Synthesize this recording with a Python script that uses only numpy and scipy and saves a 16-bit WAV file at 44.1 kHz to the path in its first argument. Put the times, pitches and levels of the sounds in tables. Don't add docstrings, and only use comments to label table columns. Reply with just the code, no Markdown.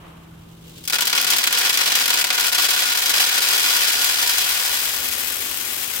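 import sys
import numpy as np
from scipy import signal
from scipy.fft import rfft, irfft, next_fast_len
from scipy.io import wavfile

SR = 44100
rng = np.random.default_rng(int(sys.argv[2]) if len(sys.argv) > 2 else 0)


def to_wav(s):
    ch = np.atleast_2d(s).T
    pcm = np.round(np.clip(ch, -1, 1) * 32767)
    wavfile.write(sys.argv[1], SR, pcm.astype(np.int16))


N = 264600
TIME = np.arange(N) / SR

# (frequency [Hz], width [Hz], level [dB])
BIN_RESONANCES = [(417, 41, -5), (525, 10.4, -6), (748, 40, -4), (966, 19, -3), (1136, 47, -2.5),
                  (1440, 35, 0), (1670, 87, -13), (2485, 30, -1.5), (2954, 90, -2), (3356, 35, 1),
                  (3915, 86, -5.5), (4290, 38, -12), (4777, 62, -2), (5120, 130, -1)]


def undb(db):
    return 10 ** (np.asarray(db) / 20)


def unit(x):
    return x / np.sqrt(np.mean(x ** 2))


def ramp(start_s, length_s):
    return np.clip((TIME - start_s) / length_s, 0, 1)


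def over_time(table):
    return np.interp(TIME, *np.transpose(table))


def over_bins(table, size):
    hz, value = np.transpose(table)
    return np.interp(np.log(np.arange(size // 2 + 1) * SR / size + 1), np.log(hz), value)


def treble(x, corner_hz):
    return signal.lfilter(*signal.butter(1, corner_hz, "high", fs=SR), x)


def colour(x, table, power=1):
    size = next_fast_len(x.shape[-1], True)
    size += size % 2
    cepstrum = irfft(power * np.log(undb(over_bins(table, size))))
    cepstrum[1:size // 2] *= 2
    cepstrum[size // 2 + 1:] = 0
    return irfft(rfft(x, size) * np.exp(rfft(cepstrum)), size)[..., :x.shape[-1]]


def stereo_noise(size, count):
    # (frequency [Hz], correlation [0-1])
    correlation = [(100, 0.99), (200, 1), (400, 0.12), (800, 0.13), (3000, 0.012)]
    alike = np.clip(over_bins(correlation, size), 0, 1)
    mid, side = rfft(rng.standard_normal((2, count, size)))
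    mid, side = mid * np.sqrt((1 + alike) / 2), side * np.sqrt((1 - alike) / 2)
    return irfft(np.stack([mid + side, mid - side]), size)


def resonance(hz, width_hz):
    b, a = signal.iirpeak(hz, hz / width_hz, SR)
    return unit(signal.lfilter(b, a, signal.lfilter(b, a, rng.standard_normal(N))))


def impacts(modes, ring_db, crack_db, flutter_t60_s, treble_t60_s, tail_db, tail_t60_s, spots=40):
    t = np.arange(4096) / SR
    fade = lambda t60_s: np.exp(-np.log(1000) * t / t60_s)
    unit_energy = lambda x: unit(x) / np.sqrt(len(t))
    echoes = lambda t60_s: unit_energy(fade(t60_s) * (1 - np.exp(-t / 0.0004)))
    noise = stereo_noise(len(t), spots)
    highs = treble(noise, corner_hz=6260)
    tail = undb(tail_db) * unit_energy(fade(tail_t60_s))
    out = (noise - highs) * (echoes(flutter_t60_s) + tail) + highs * echoes(treble_t60_s)
    crack = undb(crack_db + 3 * rng.uniform(-1, 1, spots))
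    lag_samples = rng.integers(7, 11, spots)
    out[0, :, 0] += crack
    out[1, np.arange(spots), lag_samples] += crack
    for hz, width_hz, db in modes:
        drive, detune, skew_rad = rng.uniform(-1.05, 1, (3, spots, 1))
        left_rad = 2 * np.pi * hz * (1 + .004 * detune) * t
        right_rad = left_rad - skew_rad - 2 * np.pi * hz * lag_samples[:, None] / SR
        ring = drive * np.exp(-np.pi * width_hz * t) * np.sin([left_rad, right_rad])
        out += undb(ring_db + db) * unit_energy(ring)
    return out


def voiced(sounds, spectrum, balance):
    left, right = colour(sounds, spectrum)
    sounds = np.stack([colour(left, balance, power=0.84), colour(right, balance, power=-0.22)])
    energy = np.sum(sounds.mean(0) ** 2, axis=-1)
    return sounds / np.sqrt(energy)[:, None]


def strike(sounds, times_s, gains, bright_db):
    length = sounds.shape[-1]
    highs = treble(sounds, corner_hz=6500)
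    boost = undb(bright_db) - 1
    out = np.zeros((2, N + length))
    spots = rng.integers(0, sounds.shape[1], len(times_s))
    for i in np.flatnonzero(gains):
        start = int(np.clip(times_s[i] * SR, 0, N))
        out[:, start:start + length] += gains[i] * (sounds[:, spots[i]] + boost[i] * highs[:, spots[i]])
    return out[:, :N]


def shower(sounds, rate_per_s, bright_db, spread_db, hardness_db, slots=18000):
    jitter, pick, bounce, hardness = rng.random((slots, 4)).T
    times_s = (np.arange(slots) + jitter) / slots * N / SR
    rate_per_s = np.interp(times_s, TIME, rate_per_s)
    occurs = pick < rate_per_s * N / SR / slots
    gains = unit(undb(-spread_db * bounce)) * np.sqrt(SR / rate_per_s)
    bright_db = np.interp(times_s, TIME, bright_db) + hardness_db * (hardness - bounce - .5)
    return strike(sounds, times_s, gains * occurs, bright_db)


def heap_cover(halfway_s=4.76, pace_s=0.19):
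    return 1 / (1 + np.exp(-(TIME - halfway_s) / pace_s))


def machine(sink_s=0.83):
    sunk = ramp(sink_s, 0.069)
    rumble_db = -46.5 - 10 * sunk + 5 * heap_cover()
    hum_db = -46.5 - sunk * (6.5 + 6 * (TIME - sink_s))
    # (frequency [Hz], level [dB])
    rumble_spectrum = [(12, -38), (20, -18), (48, -7), (130, -5.5), (168, -13), (222, -11), (248, -16.5),
                       (319, -7), (357, -14), (527, -28), (590, -27), (642, -53), (14700, -38.5),
                       (16000, -65)]
    # (frequency [Hz], level [dB])
    air_spectrum = [(300, -10.5), (700, -6), (1100, -4.5), (2000, -14.5), (3100, -13.5), (5000, -32),
                    (16000, -37)]
    rumble, air = stereo_noise(N, count=2).swapaxes(0, 1)
    rumble = unit(colour(rumble, rumble_spectrum)) * undb(rumble_db)
    hum = np.sqrt(2) * np.sin(2 * np.pi * 166.3 * TIME) + 0.11 * resonance(hz=162, width_hz=5)
    peak_s, decay_s = 0.049, 0.11
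    gust = undb(-49.5) * ramp(0, peak_s) * np.exp(-np.maximum(TIME - peak_s, 0) / decay_s)
    hiss = undb(-50 - 7.5 * TIME)
    return rumble + hum * undb(hum_db) + unit(colour(air, air_spectrum)) * (gust + hiss)


def floor_boom():
    level_db = -55.5 - 8.5 * ramp(5.15, 0.13)
    return resonance(hz=72, width_hz=18) * undb(level_db) * ramp(3.83, 0.13)


def chute():
    # (frequency [Hz], width [Hz], level [dB])
    modes = [(2870, 66, 9), (3420, 90, -2), (4150, 130, -19), (6500, 200, -7), (8250, 170, -5)]
    # (frequency [Hz], gain [dB])
    spectrum = [(120, -16.5), (240, 4.5), (350, 3.5), (500, 3), (680, -13), (1800, -13), (3300, 1),
                (5000, -5.5), (7500, -6.5), (11000, -12.5), (16000, -11.5)]
    # (frequency [Hz], leftward tilt [dB])
    balance = [(330, -0.5), (1500, 6), (3200, -5), (7000, 3), (13000, 12.5)]
    # (time [s], level [dB])
    slide = [(0.3, -59.5), (0.6, -55), (0.69, -47), (0.73, -51.5), (0.78, -42), (0.82, -49.5), (1.0, -42.5),
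             (4.4, -52.5), (5.1, -39), (6.0, -43.5)]
    hits = impacts(modes, ring_db=-21, crack_db=-8.5, flutter_t60_s=0.035, treble_t60_s=0.031,
                   tail_db=2.5, tail_t60_s=0.18)
    skitter = shower(voiced(hits, spectrum, balance), rate_per_s=np.full(N, 700.),
                     bright_db=np.zeros(N), spread_db=11, hardness_db=5)
    return skitter * undb(over_time(slide))


def heap_impacts():
    # (frequency [Hz], gain [dB])
    spectrum = [(71, -24), (130, -24), (260, -21), (500, -3.5), (750, -5.5), (900, -5.5), (1240, -1.5),
                (1460, 2), (2200, 2), (3100, 8), (4200, 3.5), (10800, -0.5), (13900, -0.5), (16000, -3.5)]
    # (frequency [Hz], leftward tilt [dB])
    balance = [(200, 0), (450, 7), (800, 14.5), (1400, 7.5), (2100, 11.5), (3000, 4), (5000, 5.5),
               (8000, 11.5), (11000, 13), (14000, 18)]
    hits = impacts(BIN_RESONANCES, ring_db=-20.5, crack_db=-14.5, flutter_t60_s=0.022,
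                   treble_t60_s=0.012, tail_db=-0.5, tail_t60_s=0.19)
    return voiced(hits, spectrum, balance)


def floor_impacts():
    # (frequency [Hz], gain [dB])
    spectrum = [(71, -51), (130, -28), (190, -27), (260, -14), (510, -12.5), (620, -13), (950, -10),
                (1240, -8.5), (1450, -3), (2100, -0.5), (3400, 1.5), (4900, 0.5), (10200, -6), (13900, -9),
                (16000, -13)]
    # (frequency [Hz], leftward tilt [dB])
    balance = [(200, 2.5), (450, -1), (750, 7), (1400, 4), (2100, 1.5), (3000, -2), (5000, 0), (8000, 4),
               (11000, 5.5), (14000, 12.5)]
    hits = impacts(BIN_RESONANCES, ring_db=-15, crack_db=-8.5, flutter_t60_s=0.049,
                   treble_t60_s=0.024, tail_db=-6.5, tail_t60_s=0.14)
    return voiced(hits, spectrum, balance)


def clumps(pour_db, avoid_s, start_s=1.22, gap_s=0.015, fade_db_per_s=1.7, slots=270):
    times_s = (np.arange(slots) + rng.random(slots)) / slots * N / SR
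    strength, hardness = 2 * rng.random((slots, 2)).T - 1
    bare_db = 10 * np.log10(1 - heap_cover() + 1e-9)
    excess_db = 8.5 + 3.5 * strength - fade_db_per_s * (times_s - start_s)
    level_db = np.interp(times_s, TIME, pour_db + bare_db) + excess_db
    clear = np.abs(times_s[:, None] - avoid_s).min(axis=1) > gap_s
    level_db = np.where(clear & (times_s > start_s), level_db, -np.inf)
    return np.column_stack([times_s, level_db, -1 + 8.5 * hardness])


def landings(on_floor, pour_db, tip_s=0.0035):
    # (time [s], level [dB], brightness [dB])
    accents = [(0.839, -46, 17), (0.852, -39, 14), (0.8762, -20.5, 9), (0.8982, -16, 3.5), (0.9251, -17, 1),
               (0.932, -8.5, -8), (0.942, -14, 4), (0.955, -11, -3), (0.985, -11, -9), (1.0073, -12, 4),
               (1.021, -10, -2), (1.0542, -20, 8), (1.0704, -12, 3), (1.0764, -14.5, 3), (1.097, -14.5, 0),
               (1.1283, -6.5, -14), (1.151, -11, -1), (1.1632, -14.5, 0), (1.177, -5, -9), (1.2, -13.5, -6),
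               (1.2121, -15, 6), (1.2448, -11, 0), (1.2733, -15, 0), (1.3025, -14, 11.5), (1.3646, -17, 8),
               (1.384, -11, 4), (1.439, -10, 2), (1.4722, -7, -0.5), (1.526, -10.5, 2.5), (1.584, -14, 7),
               (1.66, -10.5, -6), (1.7729, -8, 0), (1.8127, -7, -7), (1.8766, -9.5, -6), (1.92, -6.5, -10),
               (1.953, -6.5, 1), (2.0787, -12, 1), (2.1029, -6.5, -1), (2.14, -9.5, 1), (2.173, -9.5, -12),
               (2.2118, -10.5, 1), (2.2417, -7.5, -3), (2.3032, -5.5, -18), (2.378, -10, -17),
               (2.5482, -11, 2), (2.5827, -8.5, -1), (2.821, -11, -3), (2.973, -12, 2.5), (3.02, -14, 0),
               (3.0583, -11, 2), (3.139, -7, -5), (3.2015, -7, -3.5), (3.24, -11, -4), (3.4485, -13.5, 0),
               (3.8819, -13.5, 3), (3.926, -24, 13), (4.0439, -14, 9.5), (4.0931, -13, 2), (4.227, -10, -2),
               (4.274, -18, 10), (4.294, -11, 4), (4.382, -20, 13.5), (4.7417, -29, 13), (4.854, -25, 11)]
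    clump_rows = clumps(pour_db, avoid_s=np.array(accents)[:, 0])
    times_s, level_db, bright_db = np.vstack([accents, clump_rows]).T
    gains = undb(level_db) * np.sqrt(0.0015 * SR)
    first = strike(on_floor, times_s, gains, bright_db)
    again_s = times_s + tip_s * (.5 + rng.random(len(times_s)))
    return first + strike(on_floor, again_s, gains * undb(-3), bright_db)


def stream(on_floor, on_heap, pour_db, arrival_s=0.92, doubling_s=1.9):
    pouring_s = TIME - arrival_s
    rate_per_s = 310 * 2 ** (pouring_s / doubling_s)
    bright_db = -4 + 1.68 * pouring_s
    rattle = shower(on_floor, rate_per_s, bright_db, spread_db=18, hardness_db=7) * undb(2)
    ticking = shower(on_heap, rate_per_s, bright_db, spread_db=22.5, hardness_db=3) * undb(1.5)
    heap_share = 0.055 + 0.815 * heap_cover()
    blend = np.sqrt(1 - heap_share) * rattle + np.sqrt(heap_share) * ticking
    return blend * undb(pour_db) * ramp(arrival_s, 0.0073)


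def beans():
    # (time [s], level [dB])
    pour = [(0.92, -27.5), (1.08, -32), (1.32, -20), (1.5, -27.5), (1.55, -22), (1.7, -22.5), (2.12, -22.5),
            (2.33, -26), (2.43, -22.5), (2.78, -21.5), (3.0, -25), (3.1, -21), (3.78, -20.5), (3.97, -23.5),
            (4.5, -23.5), (5.2, -28.5), (5.75, -30.5), (6.0, -30.5)]
    pour_db = over_time(pour)
    on_floor, on_heap = floor_impacts(), heap_impacts()
    return stream(on_floor, on_heap, pour_db) + landings(on_floor, pour_db)


def scene():
    return chute() + beans() + floor_boom() + machine()


def compress(x, knee_db, squeeze, follow_s):
    pole = np.exp(-1 / (follow_s * SR))
    power = signal.lfilter([1 - pole], [1, -pole], np.mean(x ** 2, axis=0))
    return x * (1 + power / undb(knee_db) ** 2) ** (-squeeze / 2)


def record(dry):
    even = compress(dry, knee_db=-13.5, squeeze=0.27, follow_s=0.0023)
    limited = compress(even, knee_db=-6.5, squeeze=1, follow_s=0.0004)
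    return signal.sosfilt(signal.ellip(12, .2, 80, 15900, fs=SR, output="sos"), limited)


dry = scene()
out = record(dry)
to_wav(out)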